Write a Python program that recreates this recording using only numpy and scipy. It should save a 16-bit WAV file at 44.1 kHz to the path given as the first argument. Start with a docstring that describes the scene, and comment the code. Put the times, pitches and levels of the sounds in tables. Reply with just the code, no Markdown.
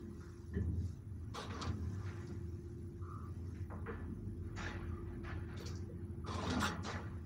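"""Inside an old wooden lift cabin that climbs its shaft past steel landing doors. Noise through cabin
resonances makes the boom and rumble; a tone with two sidebands is the gear hum above. Dense tiny knocks, shaped
by spectra and patchy in time, make guide shoes hiss and doors and locks rattle; shorter clatters make blows,
squeaks and thuds, and steel modes ring them on. A thin lamp whine drifts down over the deep rumble and a faint
broadband hiss."""
import sys
import numpy as np
from scipy import signal
from scipy.fft import rfft, irfft, next_fast_len
from scipy.io import wavfile
from scipy.ndimage import uniform_filter1d

SR = 44100
rng = np.random.default_rng(int(sys.argv[2]) if len(sys.argv) > 2 else 0)


def dump(signal):
    """Clip the signal to [-1, 1] and save it as 16-bit WAV at the path in sys.argv[1]."""
    limited = np.clip(np.atleast_2d(signal).T, -1, 1)
    pcm = np.round(limited * 32767).astype(np.int16)
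    wavfile.write(sys.argv[1], SR, pcm)


N = 319945  # samples


def gain_of(db):
    """Level law: 20 dB is a factor of ten in amplitude."""
    return 10 ** (np.asarray(db) / 20)


def evened(x):
    """Normalisation: scales to unit rms, so that levels can be set in dB."""
    return x / np.sqrt(np.mean(x ** 2) + 1e-20)


def columns(rows):
    """Linear interpolation: every column of a curve over time, sample by sample."""
    s, *rest = np.transpose(rows)
    return [np.interp(np.arange(N) / SR, s, c) for c in rest]


def colour(x, points):
    """Spectral filtering: shapes x by a curve over log frequency, at -99 dB outside it."""
    hz, db = np.transpose(points)
    size = next_fast_len(len(x))
    log_hz = np.log(np.fft.rfftfreq(size, 1 / SR) + 1)
    gain = gain_of(np.interp(log_hz, np.log(hz), db, -99, -99))
    return irfft(rfft(x, size) * gain, size)[:len(x)]


def resonate(x, hz, width):
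    """Damped mode: one complex pole, whose bandwidth in Hz sets how fast it dies away."""
    r = np.exp(-np.pi * width / SR)
    return 2 * signal.lfilter([1 - r], [1, -r * np.exp(2j * np.pi * hz / SR)], x).real


def hummed(modes):
    """Forced vibration: noise passes each mode twice, which steepens its skirts."""
    total = 0
    for hz, width, db in modes:
        once = resonate(rng.standard_normal(N), hz, width)
        total = total + gain_of(db) * evened(resonate(once, hz, width))
    return evened(total)


def grit(per_s, spread_db):
    """Friction as shot noise: dense tiny knocks at random times and of uneven size."""
    size = gain_of(spread_db * np.minimum(rng.exponential(1, N), 4))
    struck = rng.random(N) < per_s / SR
    return evened(size * rng.standard_normal(N) * struck)


def patchy(x, spread_db, bins, frames):
    """Random modulation: narrow bands swell and fade by chance, as loose parts touch and let go."""
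    z = signal.stft(x, nperseg=512, noverlap=384)[2]
    slow = uniform_filter1d(rng.standard_normal(z.T.shape), frames, 0)
    patches = evened(uniform_filter1d(slow, bins, 1))  # smoothed over frames, then over bins
    swelling = z * gain_of(spread_db * patches.T)
    return evened(signal.istft(swelling, nperseg=512, noverlap=384)[1][:N])


def stroke(s, hold, db, rise, t60):
    """Exponential decay: the power of one contact rises, holds, then falls by 60 dB in t60."""
    t = np.arange(N) / SR - s
    fall_db = 60 * np.maximum(t - hold, 0) / max(t60, .02)
    return (np.clip(t / rise, 0, 1) * gain_of(db - fall_db)) ** 2


def cabin():
    """Forced resonance: rails and ropes shake walls and panels; a pure tone is the sway on the ropes."""
    # Shaking. Each row: time in seconds, wall boom in dB, panel rumble in dB above the boom.
    shake = [(0.0, -51, 0.5), (0.5, -50.5, -11), (0.56, -40, -3.5), (0.75, -38, -10.5), (1.0, -49, -11),
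             (1.11, -46, -12.5), (1.57, -49, -1), (1.69, -41.5, -4.5), (2.02, -47, -9), (2.6, -45.5, -11.5),
             (4.48, -48, -4.5), (5.3, -46.5, -6), (6.15, -45.5, -9.5), (6.58, -42.5, 1), (6.7, -47.5, 0.5),
             (7.25, -44.5, -11.5)]
    # Modes of the cabin walls, then of the wooden panels. Each row: centre in Hz, width in Hz, level in dB.
    walls = [(83.9, 10.3, -2), (98.6, 14.8, -4), (126.4, 50, -8.5)]
    panels = [(174.55, 19.7, 0), (209.1, 18.6, 1), (237.8, 49, -0.5), (294.4, 99, -2), (410, 17.5, -11),
              (506, 9.2, -35.5)]
    # Spectrum of the shaft's rumble. Each row: frequency in Hz, relative level in dB per Hz.
    deep_spectrum = [(16, -22), (28, -11.5), (45, -7.5), (62, 1.5), (75, -8)]
    deep_level_db = -61
    sway_hz, sway_level_db = 49.7, -54
    sway_from_s, sway_to_s, sway_edge_db_per_s = 3.96, 5.4, 58

    boom_db, panels_above_db = columns(shake)
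    t = np.arange(N) / SR
    outside_s = np.maximum(np.maximum(sway_from_s - t, t - sway_to_s), 0)
    sway_gain = gain_of(sway_level_db - sway_edge_db_per_s * outside_s)
    sway = sway_gain * np.sqrt(2) * np.sin(2 * np.pi * sway_hz * t)
    deep = gain_of(deep_level_db) * evened(colour(rng.standard_normal(N), deep_spectrum))
    shaken = hummed(walls) + gain_of(panels_above_db) * hummed(panels)
    return gain_of(boom_db) * shaken + sway + deep


def gear():
    """Modulation sidebands: a tooth mesh tone with one tone a shaft rate either side, each wavering slowly."""
    # Hum of the worm gear. Each row: time in seconds, level in dB.
    gear_level = [(0.0, -60), (1.1, -69.5), (2.12, -59), (2.93, -59.5), (3.35, -67), (4.91, -57),
                  (6.3, -59), (7.25, -65)]
    mesh_hz, shaft_hz = 343.3, 17
    out = np.zeros(N)
    for step, side_db in [(0, 0.029), (-1, -8.5), (1, -5.5)]:  # sideband number, level in dB
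        smooth = uniform_filter1d(rng.standard_normal(N), 3000)
        waver = evened(signal.lfilter([1], [1, -np.exp(-8 / SR)], smooth))
        turns = (mesh_hz + step * shaft_hz) * np.arange(N) / SR + rng.random()
        out += gain_of(side_db + 2 * waver) * np.sin(2 * np.pi * turns)
    return np.sqrt(2) * gain_of(columns(gear_level)[0]) * out


def rubbing():
    """Friction noise: door sheets rustle and shoes hiss; rattles shake sheet, locks and small loose parts."""
    # Steady sliding. Each row: time in seconds, sheet rustle drive in dB, shoe hiss in dB.
    slide = [(0.0, -65, -78), (0.08, -68, -81), (0.25, -71.5, -71), (0.7, -75, -86), (0.87, -71, -66.5),
             (1.05, -73.5, -89), (1.7, -66.5, -73.5), (2.1, -56.5, -71), (2.48, -69.5, -78.5),
             (2.95, -74, -82.5), (3.41, -66, -80.5), (3.59, -69.5, -74.5), (3.68, -74, -86),
             (4.24, -84, -87), (4.52, -61.5, -85.5), (5.2, -67, -87.5), (6.2, -70, -90.5), (7.25, -70, -83)]
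    # Parts dragging past. Each row: start in seconds, hold in seconds, sheet drive in dB, lock drive in dB,
    # jingle in dB, sheet brightness from 0 to 1, t60 of the sheet in seconds.
    rattles = [(0.528, 0.026, -58.5, -74, -99, 0, 0.7), (1.336, 0.094, -45, -49.5, -66, 0.07, 0.5),
               (1.489, 0.11, -50, -57.5, -88, 0.32, 0.36), (1.589, 0.1, -45.5, -56, -90, 0.27, 0.22),
               (2.038, 0.042, -58.5, -64, -89, 1, 1), (3.851, 0.025, -49, -89, -99, 0.15, 0.87),
               (4.56, .12, -45, -51.5, -87, 0.74, 0.8), (5.053, 0.07, -59.5, -91, -99, 0.7, 0.24),
               (5.228, 0.087, -50, -65.5, -97, 0.84, 0.73), (5.465, 0.12, -55, -76, -99, 0.82, 1),
               (5.561, 0.065, -78, -55.5, -76.5, .5, 0.4), (5.647, 0.026, -59, -51, -71, 0.2, .5),
               (6.259, 0.15, -43.5, -51, -71, 0.02, .5), (6.404, 0.14, -39, -48, -71.5, 0.01, 1),
               (6.592, 0.084, -41.5, -39.5, -58, 0.46, 0.45), (6.835, 0.083, -41.5, -49, -80, 0.53, 0.69)]
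    # The smallest parts. Each row: start in seconds, hold in seconds, level in dB.
    tinkles = [(1.346, .03, -73), (1.413, 0.018, -76), (5.59, .03, -70), (5.656, .02, -72),
               (6.44, 0.033, -79), (6.602, 0.044, -59.5)]
    # Spectra of sheet shaken, sheet scraped, light sliding, hard lock rattle, small loose parts and
    # the smallest of them. Each row: frequency in Hz, relative level in dB per Hz.
    sheet_spectrum = [(250, -19), (420, 2.5), (469, 2.5), (515, -3), (717, -2), (1140, -2), (1830, -14),
                      (3200, -22.5), (4160, -66), (7040, -120)]
    scrape_spectrum = [(290, -26), (500, -23.5), (534, -4), (841, -7), (960, -7), (1540, 0), (3600, -22),
                       (4680, -24), (7920, -120)]
    shoe_spectrum = [(1530, -33), (2600, -22), (3470, -9), (3780, -3), (4170, -6), (5990, 1.5), (7440, -7),
                     (9500, -20), (12400, -18), (20900, -120)]
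    lock_spectrum = [(1500, -35), (2200, -1.5), (3100, -6), (3700, 0.5), (4900, -5.5), (6000, -5),
                     (7700, -21), (8600, -70), (10000, -51)]
    jingle_spectrum = [(6500, -13), (8000, -3.5), (10000, -7), (11000, -26)]
    tinkle_spectrum = [(9500, -14), (11500, -5), (13000, -5), (15800, -2)]
    slide_bright = 0.3  # share of the rustle's power that scrapes
    rise_s, sheet_rise_s = 0.017, 0.031  # locks and loose parts rise faster than the sheet
    lock_share, jingle_share = 0.36, 0.25  # they die in these shares of the t60
    tinkle_t60_s = 0.16

    # powers of the contacts
    rustle_db, shoe_db = columns(slide)
    rustle = gain_of(rustle_db) ** 2
    dull, sharp = (1 - slide_bright) * rustle, slide_bright * rustle
    locks = parts = 0
    for s, hold, sheet_db, lock_db, jingle_db, bright, t60 in rattles:
        sheet = stroke(s, hold, sheet_db, sheet_rise_s, t60)
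        bright = np.clip(bright, 0, 1)
        dull = dull + (1 - bright) * sheet
        sharp = sharp + bright * sheet
        locks = locks + stroke(s, hold, lock_db, rise_s, lock_share * t60)
        parts = parts + stroke(s, hold, jingle_db, rise_s, jingle_share * t60)
    smallest = sum(stroke(*row, rise_s, tinkle_t60_s) for row in tinkles)

    # textures of unit rms
    shaken = patchy(colour(grit(5000, 0.74), sheet_spectrum), 3.67, bins=2, frames=12)
    scraped = patchy(colour(grit(5000, 0.61), scrape_spectrum), 4.4, bins=2, frames=12)
    shoe = patchy(colour(grit(9000, 0.7), shoe_spectrum), 4.2, bins=3, frames=10)
    lock = patchy(colour(grit(7000, 0.96), lock_spectrum), 3.86, bins=4, frames=9)
    jingle = patchy(colour(grit(9000, 0.8), jingle_spectrum), 4.3, bins=3, frames=10)
    tinkle = patchy(colour(grit(9000, 0.8), tinkle_spectrum), 3.0, bins=3, frames=10)

    # sheet, locks and clacks ring the steel; shoes and loose parts are heard directly
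    struck = np.sqrt(abs(dull)) * shaken + np.sqrt(abs(sharp)) * scraped + np.sqrt(locks) * lock
    direct = gain_of(shoe_db) * shoe + np.sqrt(parts) * jingle + np.sqrt(smallest) * tinkle
    return ring(gain_of(-2.5) * struck + clacks()) + direct


def ring(x, direct_db=-3):
    """Modal superposition: the resonances of the steel add their ringing to a rough drive."""
    # Modes of doors and locks. Each row: centre in Hz, width in Hz, gain in dB.
    steel = [(468, 8, -7.5), (845.4, 5.5, 3), (1038, 23, -2.5), (1175, 17.6, 0), (1280, 16, -5.5),
             (1406, 11.5, 1.5), (1568, 26, -8.5), (1738, 21, 1.5), (1932, 17, 3.5), (2370, 14, -4),
             (3315, 16, 1.5), (3788, 26, -5.5), (4520, 11.5, 4), (4840, 61, -15), (5680, 23.3, 3),
             (7030, 34, 0)]
    ringing = sum(gain_of(db) * resonate(x, hz, width) for hz, width, db in steel)
    return gain_of(direct_db) * x + ringing


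def whine():
    """Narrow-band noise: low-passed noise on a carrier gives a fuzzy, flickering line that drifts down."""
    # Whine of the cabin lamp. Each row: time in seconds, frequency in Hz.
    whine_hz = [(0.0, 10990), (7.25, 10790)]
    fuzz = resonate(resonate(rng.standard_normal(N), 0, 150), 0, 150)
    line = fuzz * np.cos(2 * np.pi * np.cumsum(columns(whine_hz)[0]) / SR)
    return gain_of(-83.5) * patchy(line, 1.3, bins=1, frames=14)


def hiss():
    """Broadband noise: a faint steady hiss across the spectrum, with bands that flicker."""
    # Spectrum of the hiss. Each row: frequency in Hz, relative level in dB per Hz.
    hiss_spectrum = [(420, -28), (480, -7), (620, -13.5), (1180, -11), (1950, -15.5), (2720, -22),
                     (5900, -32), (9000, -34.5), (13500, -31), (14500, -29), (15800, -18)]
    return gain_of(-77) * patchy(colour(rng.standard_normal(N), hiss_spectrum), 6.2, bins=3, frames=16)


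def clacks():
    """Impact excitation: a clatter of knocks holds, then dies, coloured by the part that is struck."""
    # Single blows on steel. Each row: start in seconds, drive level in dB, centre in Hz,
    # spread in octaves, t60 in seconds.
    blows = [(0.206, -62, 1300, 0.37, 0.74), (.539, -54, 1806, .1, 0.25), (.617, -72, 6400, .13, .08),
             (1.345, -53, 1140, 0.14, 0.73), (1.499, -51, 1320, 0.83, 0.15), (1.616, -44.5, 4300, 0.48, .1),
             (1.67, -56, 4000, 0.37, .1), (2.062, -59, 1680, 0.49, 1), (2.272, -61.5, 4900, 0.31, 0.12),
             (3.097, -55, 1245, 0.073, .3), (3.548, -64, 1880, 0.37, 0.43), (3.702, -51.5, 940, 0.51, 0.46),
             (3.862, -48.5, 1320, 0.47, 0.44), (5.66, -52.5, 5400, 0.24, 0.34),
             (5.754, -64.5, 5600, .25, 0.23), (6.243, -56, 1220, 0.14, 0.5),
             (6.343, -53.5, 4430, 0.6, 0.11), (6.501, -41.5, 3900, 0.53, 0.08),
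             (6.628, -34.5, 1280, 0.27, 0.28)]
    # Squeaks and rubs. Each row: start in seconds, drive level in dB, centre in Hz,
    # spread in octaves, hold in seconds, t60 in seconds.
    squeaks = [(0.537, -74, 3060, .045, .046, .15), (1.337, -56, 3630, 0.24, 0.11, 0.17),
               (1.52, -56.5, 1127, 0.026, 0.12, 0.3), (3.003, -58, 1205, 0.15, 0.26, 0.14),
               (4.555, -62.5, 6750, .057, 0.047, 0.26), (4.572, -53, 2050, 0.42, 0.08, 0.62),
               (4.902, -62.5, 1213, .06, 0.097, .2), (5.24, -61.5, 2320, 0.31, 0.055, 0.45),
               (6.617, -49.5, 7540, 0.035, 0.027, .09), (6.827, -56, 5770, 0.28, 0.048, 0.42)]
    # Dull thuds through the cabin, with the columns of the blows.
    thuds = [(.546, -47.5, 410, 0.075, 0.26), (0.554, -41.5, 185, 0.077, 0.7),
             (2.287, -42.5, 206, 0.32, 0.4), (3.713, -56, 517, 0.22, .26), (3.867, -43.5, 422, 0.11, 0.21),
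             (4.076, -43.5, 200, 0.28, 0.36), (5.599, -53, 444, 0.26, 0.41), (5.885, -56, 470, 0.14, .23),
             (6.514, -35.5, 248.4, 0.077, 0.29)]
    blow_hold_s, thud_hold_s = 0.0071, 0.027

    rows = [(s, db, hz, spread, blow_hold_s, t60) for s, db, hz, spread, t60 in blows]
    rows += squeaks
    rows += [(s, db, hz, spread, thud_hold_s, t60) for s, db, hz, spread, t60 in thuds]
    lead = SR // 20  # room for the filter's response ahead of the contact
    out = np.zeros(N + SR)
    knocks = grit(8000, 3.1)
    t = (np.arange(SR // 2) - lead) / SR
    octave = np.log2(np.fft.rfftfreq(len(t), 1 / SR) + 1)
    for s, db, hz, spread, hold, t60 in rows:
        at = round(s * SR) - lead
        band = np.exp(-.5 * abs((octave - np.log2(hz)) / max(spread, .03)) ** 1.88)
        fall_db = 60 * np.maximum(t - hold, 0) / max(t60, .02)
        rise = np.clip(t / (0.15 * hold + 0.00088), 0, 1)  # long rubs start softly
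        drive = np.roll(knocks, -at)[:len(t)] * rise
        drive += 8.8 * (t == 0) * (hold < .045)  # short ones open with a hard blow
        out[at:at + len(t)] += irfft(rfft(gain_of(db - fall_db) * drive) * evened(band), len(t))
    return out[:N]


def scene():
    """Linear superposition: all sources in the cabin add up in one channel."""
    return (cabin() + gear() + rubbing() + whine() + hiss())[None]


def record(dry):
    """Band limiting: a steep linear-phase low-pass at 15750 Hz."""
    low_pass = signal.firwin(1023, 15750, window=("kaiser", 10), fs=SR)
    return signal.oaconvolve(dry, low_pass[None], "same")


dry = scene()
out = record(dry)
dump(out)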